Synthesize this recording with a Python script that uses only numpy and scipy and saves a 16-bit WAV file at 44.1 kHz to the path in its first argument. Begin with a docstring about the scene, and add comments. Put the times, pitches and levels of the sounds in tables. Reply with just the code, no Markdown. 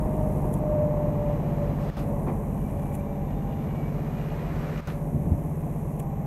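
"""Soil stabilizer on a road site.

A diesel throbs under load, its gear whine sinks and fades, and stones scrape in the drum.
A camera's zoom motor buzzes three times by the microphone; its electronics whistle thinly.
A hiss swells twice. One steel knock, a puff of wind, and two brief ducks of the whole sound."""
import sys
import numpy as np
from scipy.fft import rfft, irfft, next_fast_len
from scipy.io import wavfile
from scipy.ndimage import uniform_filter1d, map_coordinates

SR = 44100
rng = np.random.default_rng(int(sys.argv[2]) if len(sys.argv) > 2 else 0)


def dump(signal):
    """Clip the signal to [-1, 1] and save it as 16-bit WAV at the path in sys.argv[1]."""
    limited = np.clip(np.atleast_2d(signal).T, -1, 1)
    pcm = np.round(limited * 32767).astype(np.int16)
    wavfile.write(sys.argv[1], SR, pcm)


N = 276066

# hiss surges: (crest time [s], swell level [dB], burst level [dB])
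SURGES = [(1.968, -52, -44.5), (4.874, -45.5, -47)]


def amp(db):
    """Decibels to gain."""
    return 10 ** (np.asarray(db) / 20)


def unit(x):
    """Scale to rms 1."""
    return x / np.sqrt(np.mean(x ** 2) + 1e-20)


def clock():
    """Sample times [s]."""
    return np.arange(N) / SR


def curves(rows):
    """One value per sample for each column after the time."""
    times_s, *columns = np.transpose(rows)
    return [np.interp(clock(), times_s, column) for column in columns]


def wobble(rate_hz):
    """Smooth random curve with knots at rate_hz."""
    return map_coordinates(rng.standard_normal(int(N * rate_hz / SR) + 4), [clock() * rate_hz])


def swell(centre_s, width_s):
    """Gaussian envelope, peak 1."""
    return np.exp(-.5 * ((clock() - centre_s) / width_s) ** 2)


def fading(start_db, db_per_s):
    """Steadily sinking gain."""
    return amp(start_db - db_per_s * clock())


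def surging():
    """Surge gain: slow build to each crest, fast collapse."""
    t = clock()
    build_db_per_s, collapse_db_per_s = 11.5, 141
    return sum(amp(db - np.maximum(build_db_per_s * (s - t), collapse_db_per_s * (t - s)))
               for s, db, _ in SURGES)


def filtered(x, response):
    """Apply a frequency response by FFT."""
    size = next_fast_len(N + SR // 2)
    return irfft(rfft(x, size) * response(np.fft.rfftfreq(size, 1 / SR)), size)[:N]


def coloured(x, spectrum):
    """x shaped by (frequency [Hz], gain [dB]) points, rms 1."""
    points_hz, db = np.transpose(spectrum)
    return unit(filtered(x, lambda hz: amp(np.interp(np.log(hz + 1), np.log(points_hz), db))))


def noise(spectrum):
    """Coloured noise, rms 1."""
    return coloured(rng.standard_normal(N), spectrum)


def turns(hz):
    """Phase [turns] of a changing frequency."""
    return np.cumsum(hz) / SR


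def tone(turn):
    """Sinusoid, rms 1."""
    return np.sqrt(2) * np.cos(2 * np.pi * turn)


def gate(turn, sharp):
    """One swell per turn, rms 1."""
    return unit(np.exp(sharp * np.cos(2 * np.pi * turn)))


def flutter(turn):
    """Tone wavering in moving air."""
    return amp(1.8 * wobble(26)) * tone(turn + .042 * wobble(38))


def flicker(turn):
    """Tone that breaks up and shimmers, rms 1."""
    return unit(amp(3 * wobble(30)) * tone(turn + .06 * wobble(60)))


def electronics():
    """Camera circuits: hiss, a pulsing high whistle and a lower one that swells with the surges."""
    # hiss floor: (frequency [Hz], gain [dB])
    floor_colour = [(2000, -18.5), (4000, -15), (4900, -11.5), (6000, 5), (8000, 3), (10500, 1), (12500, 2),
                    (15500, -19)]
    t = clock()
    high_hz, low_hz, frame_hz = 11793, 3941, 30
    frame = frame_hz * t
    high = amp(-64.5) * tone(high_hz * t + .06 * tone(frame)) * gate(frame + 1 / 4, sharp=.15)
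    low = (amp(-89) + amp(-25) * surging()) * tone(low_hz * t)
    return high + low + amp(-67) * noise(floor_colour)


def swelling_hiss(rest_db=-74, burst_lead_s=.016):
    """A hiss builds slowly, bursts just before each crest and collapses."""
    # swelling hiss: (frequency [Hz], gain [dB])
    swell_colour = [(400, -10.5), (1200, 10), (2000, 0.5), (2600, -4), (3300, -10), (4500, -12),
                    (6000, -13.5), (8000, -19.5), (15000, -34)]
    # burst: (frequency [Hz], gain [dB])
    burst_colour = [(400, -10.5), (1200, 9), (2200, -3.5), (3200, -5), (5500, -11), (8000, -20),
                    (15000, -26)]
    waver = amp(.64 * wobble(14))
    swells = (amp(rest_db) + surging()) * noise(swell_colour)
    bursts = sum(amp(db) * swell(s - burst_lead_s, width_s=.048) for s, _, db in SURGES)
    return waver * (swells + bursts * noise(burst_colour))


def barrel_pings(step_hz, width_s=.0005):
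    """Each motor step rings the lens barrel at a random pitch and strength; rms 1."""
    t = clock()
    step = np.round(t * step_hz).astype(int)
    pitch, strength, phase = rng.standard_normal((step[-1] + 1, 3))[step].T
    hz = np.clip(11200 + 600 * pitch, 8500, 12300)
    offset_s = t - step / step_hz
    envelope = amp(2 * strength) * np.exp(-.5 * (offset_s / width_s) ** 2)
    return unit(envelope * tone(hz * offset_s + phase))


def zoom_motor(step_hz=83.3):
    """A stepper ticks in a fast, uneven buzz."""
    # motor runs: (start [s], end [s], level [dB])
    runs = [(0, 0.6, -60.5), (1.963, 3.01, -62.5), (4.867, 6.044, -63.5)]
    # motor noise: (frequency [Hz], gain [dB])
    motor_colour = [(4500, -18), (6500, -9.5), (8500, -3.5), (9800, 1.5), (10500, -6), (11100, -1),
                    (11900, 0.5), (12600, -4), (13400, -18), (15500, -16.5)]
    t = clock()
    step = step_hz * t
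    running = sum(amp(db) * np.clip(np.minimum(t - start, end - t) / .0067, 0, 1)
                  for start, end, db in runs)
    ticks = unit(gate(step, sharp=.27) * gate(2 * step, sharp=.1) * gate(4 * step, sharp=.17))
    ring = amp(-6) * barrel_pings(step_hz)
    return running * unit(ticks * amp(wobble(70)) * noise(motor_colour) + ring)


def lens_clicks():
    """The lens rasps and ticks as it catches and brakes, sounding the camera's shell."""
    # lens ticks: (time [s], level [dB], width [s], shell re tick [dB])
    stops = [(.539, -50.5, .007, -14), (.541, -49, .0012, -14), (1.997, -53, .001, -12),
             (2.947, -52, .01, -7), (2.953, -49, .0015, -10), (5.995, -51, .003, -7),
             (5.999, -46, .0014, -13), (6.0036, -46, .0014, -3)]
    rasp = sum(amp(db) * swell(s, width_s) for s, db, width_s, _ in stops)
    rasp *= noise([(4800, -20), (7200, -1), (8500, -3), (11000, 2.5), (13000, -4), (15500, -15)])
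    shell = sum(amp(db + shell_db) * swell(s, width_s) for s, db, width_s, shell_db in stops)
    shell *= noise([(1000, -20), (1900, 9), (3400, 3), (4800, -25), (9000, -42)])
    return rasp + shell


def wind():
    """Low puffs of air on the microphone."""
    # puffs: (time [s], level [dB], width [s])
    puffs = [(5.155, -23, .016), (5.205, -30, .02), (5.268, -20.5, .012), (5.322, -21, .021),
             (5.78, -34, .076)]
    colour = [(25, -27), (50, -20), (68, -.5), (125, -2), (200, -9), (350, -20), (900, -41), (3000, -105)]
    return sum(amp(db) * swell(s, width_s) for s, db, width_s in puffs) * noise(colour)


def knock(attack_s=.0019):
    """Loose steel clunks: a few quick blows, each a clatter and a short ring."""
    # blows: (time [s], level [dB], clatter t60 [s])
    blows = [(2.265, -33, .12), (2.272, -29.5, .15), (2.281, -30, .17), (2.296, -34.5, .11),
             (2.312, -35, .09)]
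    # steel modes: (frequency [Hz], level re blow [dB], t60 [s])
    modes = [(129, -1, .22), (335, -7, .14), (899, -12, .12), (1890, -28, .08)]
    # dull clatter: (frequency [Hz], gain [dB])
    clatter_colour = [(60, -9), (130, 5), (300, 7), (430, 2), (600, 4), (850, 4), (1000, -2), (1250, -8),
                      (1550, -19), (1950, -13.5), (2400, -15.5), (2700, -29), (4500, -41), (9000, -57)]
    out = np.zeros(N)
    for s, db, clatter_t60_s in blows:
        age_s = np.maximum(clock() - s, 0)
        ring = sum(amp(mode_db - 60 * age_s / t60_s) * tone(hz * age_s + rng.random())
                   for hz, mode_db, t60_s in modes)
        clatter = amp(-60 * age_s / clatter_t60_s) * noise(clatter_colour)
        out += amp(db) * np.minimum(age_s / attack_s, 1) * (ring + clatter)
    return out


def squeal(at_s=1.835, pitch_hz=8700):
    """Moving steel: a faint rough squeal in a short rub, just before the first crest."""
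    rough = amp(3 * wobble(50)) * tone(turns(pitch_hz * (1 + .014 * wobble(300))))
    rub = noise([(1500, -15), (3000, 0), (5500, -3), (9000, -9), (13000, -25)])
    return amp(-68.5) * swell(at_s, width_s=.018) * rough + amp(-61) * swell(at_s, width_s=.025) * rub


def scrape(grains_per_s=700):
    """Stones grind in the drum: clumped grains ring its housing; a few crack sharply."""
    # grinding: (time [s], level [dB])
    grind_levels = [(.9, -73), (1.3, -60.5), (1.9, -64), (2.12, -92), (2.7, -60.5), (3.1, -70), (3.55, -61),
                    (4.35, -59), (4.8, -60), (5.05, -81)]
    # housing resonances: (frequency [Hz], gain [dB])
    housing = [(1300, -9), (1900, 3), (2150, -11), (2420, 3.5), (2650, -15), (2850, 3), (3080, -14),
               (3250, -7), (3700, -18.5), (4700, -21), (6000, -19.5), (9000, -33.5)]
    # cracking stones: (time [s], level [dB])
    stones = [(1.9, -43), (4.215, -46), (4.396, -47), (4.613, -45), (4.779, -41), (4.903, -41)]
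    grains = (rng.random(N) < grains_per_s / SR) * rng.standard_normal(N)
    clumps = unit(amp(1.5 * wobble(22)))
    grinding = amp(curves(grind_levels)[0]) * clumps * coloured(grains, housing)
    cracks = sum(amp(db) * swell(s, width_s=.0013) for s, db in stones)
    return grinding + cracks * noise(housing)


def whines(cycle_hz):
    """Gears whine over their shaft's hum; faint fan tone; pump tones locked to the engine."""
    # gear mesh: (time [s], frequency [Hz])
    mesh_pitch = [(0, 618), (.7, 603), (1.3, 586), (2.1, 571), (3.1, 573), (4, 578), (6.26, 576)]
    # main whine: (time [s], level [dB])
    whine_levels = [(0, -36), (.32, -35.5), (.41, -45), (.5, -34.5), (.58, -42), (.63, -32), (.72, -26.2),
                    (1.06, -30.5), (1.16, -37), (1.22, -30.5), (1.3, -28), (1.39, -44), (1.64, -37),
                    (1.72, -45), (2.17, -39.5), (2.3, -50), (2.6, -51), (2.72, -41), (2.95, -46),
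                    (3.17, -42.5), (3.4, -54), (4.3, -49), (5.35, -47), (5.6, -56)]
    # other gears: (frequency re mesh [ratio], start level [dB], fade [dB/s])
    gears = [(.5, -44, 3), (1.5, -47, 8)]
    # pump tones: (time [s], width [s], multiple of cycle rate [ratio], level [dB])
    pump_tones = [(4.9, .8, 24.2, -50.5), (3.25, .48, 48.45, -49), (3.47, .08, 48.45, -52),
                  (6.2, .16, 48.5, -45.5), (2.65, .03, 141, -61), (2.95, .3, 140.2, -64.5),
                  (3.79, .09, 140.3, -58.5), (3.45, .27, 219, -73.5), (4.27, .27, 151.5, -65)]
    tooth_jitter_turns, crank_jitter_turns, fan_hz = .027, .0006, 431
    mesh, cycle = turns(curves(mesh_pitch)[0]), turns(cycle_hz)
    main_gear = amp(curves(whine_levels)[0]) * flutter(mesh + tooth_jitter_turns * wobble(90))
    other_gears = sum(fading(db, db_per_s) * flicker(ratio * mesh) for ratio, db, db_per_s in gears)
    shaft = fading(-37, db_per_s=1.9) * amp(1.2 * wobble(5)) * tone(mesh / 11.5 + .05 * wobble(6))
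    fan = amp(-49.5) * swell(3.1, width_s=2.2) * flutter(fan_hz * clock())
    pumps = sum(amp(db) * swell(s, width_s) * flicker(k * (cycle + crank_jitter_turns * wobble(60)))
                for s, width_s, k, db in pump_tones)
    return main_gear + other_gears + shaft + fan + pumps


def machine_noise(cycle_hz, settle_s=2.58):
    """The drum rumbles in the soil; combustion roar and rattle pulse with the crank."""
    # drum rumble: (frequency [Hz], gain [dB])
    rumble_colour = [(10, -37.5), (22, -20), (31, -26), (42, -1.5), (52, 0), (63, -4), (78, 0), (108, -.5),
                     (145, -5.5), (210, -5), (280, -8.5), (400, -20), (900, -63)]
    # combustion roar: (frequency [Hz], gain [dB])
    roar_colour = [(100, -1), (220, -2.5), (300, -1), (480, -1.5), (700, -2), (900, -7.5), (1100, -10.5),
                   (1350, -27), (2000, -28.5), (4000, -55.5)]
    # rattle: (frequency [Hz], gain [dB])
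    rattle_colour = [(600, 2.5), (1200, -1), (1600, 0), (2000, 1.5), (2500, -1), (3100, -10.5), (4000, -18),
                     (5000, -44.5), (9000, -45.5)]
    cycle = turns(cycle_hz)
    firing = unit(gate(6 * cycle, sharp=.12) * gate(2 * cycle, sharp=.09))
    effort = np.exp(-(clock() / settle_s) ** 2)
    rumble = amp(-37.3 + 5 * effort + 1.3 * wobble(6.7)) * noise(rumble_colour)
    roar = amp(-39.5 + 6 * effort + .53 * wobble(12)) * noise(roar_colour)
    rattle_gain = np.hypot(amp(-59), amp(-2) * surging())  # rattle swells and dulls with the hiss
    rattle = rattle_gain * amp(.69 * wobble(7.8)) * noise(rattle_colour)
    return rumble + firing * (roar + rattle)


def exhaust(cycle_hz, lag_turns=.046, smear_turns=.055):
    """Unequal cylinders: weak orders throb around two firm ones; the silencer smears each beat."""
    # beating drone: (time [s], 9th order level [dB], 10th order level [dB])
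    drone_levels = [(0, -33, -41), (.4, -31.5, -42), (.8, -31, -36.5), (1.6, -30.8, -38), (2.1, -33.5, -41),
                    (2.6, -35.5, -39.5), (3.05, -36, -54), (3.5, -35, -41), (3.9, -32, -38.5),
                    (4.5, -37, -34), (4.9, -37, -35), (5.3, -31.5, -33), (5.6, -34.5, -34), (6, -34, -41)]
    # weak orders: (multiple of cycle rate [ratio], relative level [dB])
    weak_orders = [(2.5, -5), (3, -15), (5, -10.5), (6, -11), (6.5, -15), (7, -14), (11, -10), (13, -11.5),
                   (14, -10), (15, -10.5), (17, -20), (18, -18), (20, -22), (22, -23), (28, -21)]
    # orders lost when the engine lugs: (multiple of cycle rate [ratio], level [dB])
    lug_orders = [(8, -39.5), (12, -38.5)]
    lug_hz, lug_width_hz = 15.88, .3
    cycle = turns(cycle_hz)

    def order(k, drift_turns=0):
        return tone(k * (cycle - lag_turns) - smear_turns * (k - 9) ** 2 + drift_turns)

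    def drifting(orders):
        return sum(amp(db) * order(k, .05 * wobble(2)) * amp(1.2 * wobble(2)) for k, db in orders)

    ninth_db, tenth_db = curves(drone_levels)
    drone = amp(ninth_db) * order(9) + amp(tenth_db) * order(10)
    throb = fading(-33, db_per_s=.75) * drifting(weak_orders)
    free_running = 1 - np.exp(-((cycle_hz - lug_hz) / lug_width_hz) ** 2)
    return drone + throb + free_running * drifting(lug_orders)


def scene():
    """Machine, swelling hiss, knock, wind and camera, mono."""
    # engine speed: (time [s], cycle rate [Hz])
    engine_speed = [(0, 16.61), (.6, 16.4), (1.2, 16.335), (1.8, 16.38), (2.4, 16.51), (3, 16.66),
                    (3.6, 16.33), (4.2, 16.16), (4.8, 15.88), (5.4, 15.96), (5.9, 16.325), (6.26, 16.43)]
    cycle_hz, = curves(engine_speed)
    machine = exhaust(cycle_hz) + machine_noise(cycle_hz) + whines(cycle_hz) + squeal() + scrape()
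    mix = machine + swelling_hiss() + knock() + wind()
    camera = zoom_motor() + lens_clicks() + electronics()
    return (mix + camera)[None]


def record(dry):
    """The level ducks twice, snapping back with a click the second time; brick-wall low-pass."""
    # ducks: (start [s], end [s], gain [dB])
    dips = [(1.903, 1.968, -8.5), (4.807, 4.874, -9.5)]
    click_decay_s, cutoff_hz = .0006, 15750
    t = clock()
    duck_db = sum(db * ((t > start) & (t < end)) for start, end, db in dips)
    duck = amp(uniform_filter1d(duck_db, size=130))
    click = amp(-33.5) * np.exp(-np.abs(t - dips[-1][1]) / click_decay_s)
    click *= noise([(300, 0), (2000, -4), (6000, -10), (15000, -18)])
    return filtered(dry[0] * duck + click, lambda hz: hz < cutoff_hz)[None]


dry = scene()
out = record(dry)
dump(out)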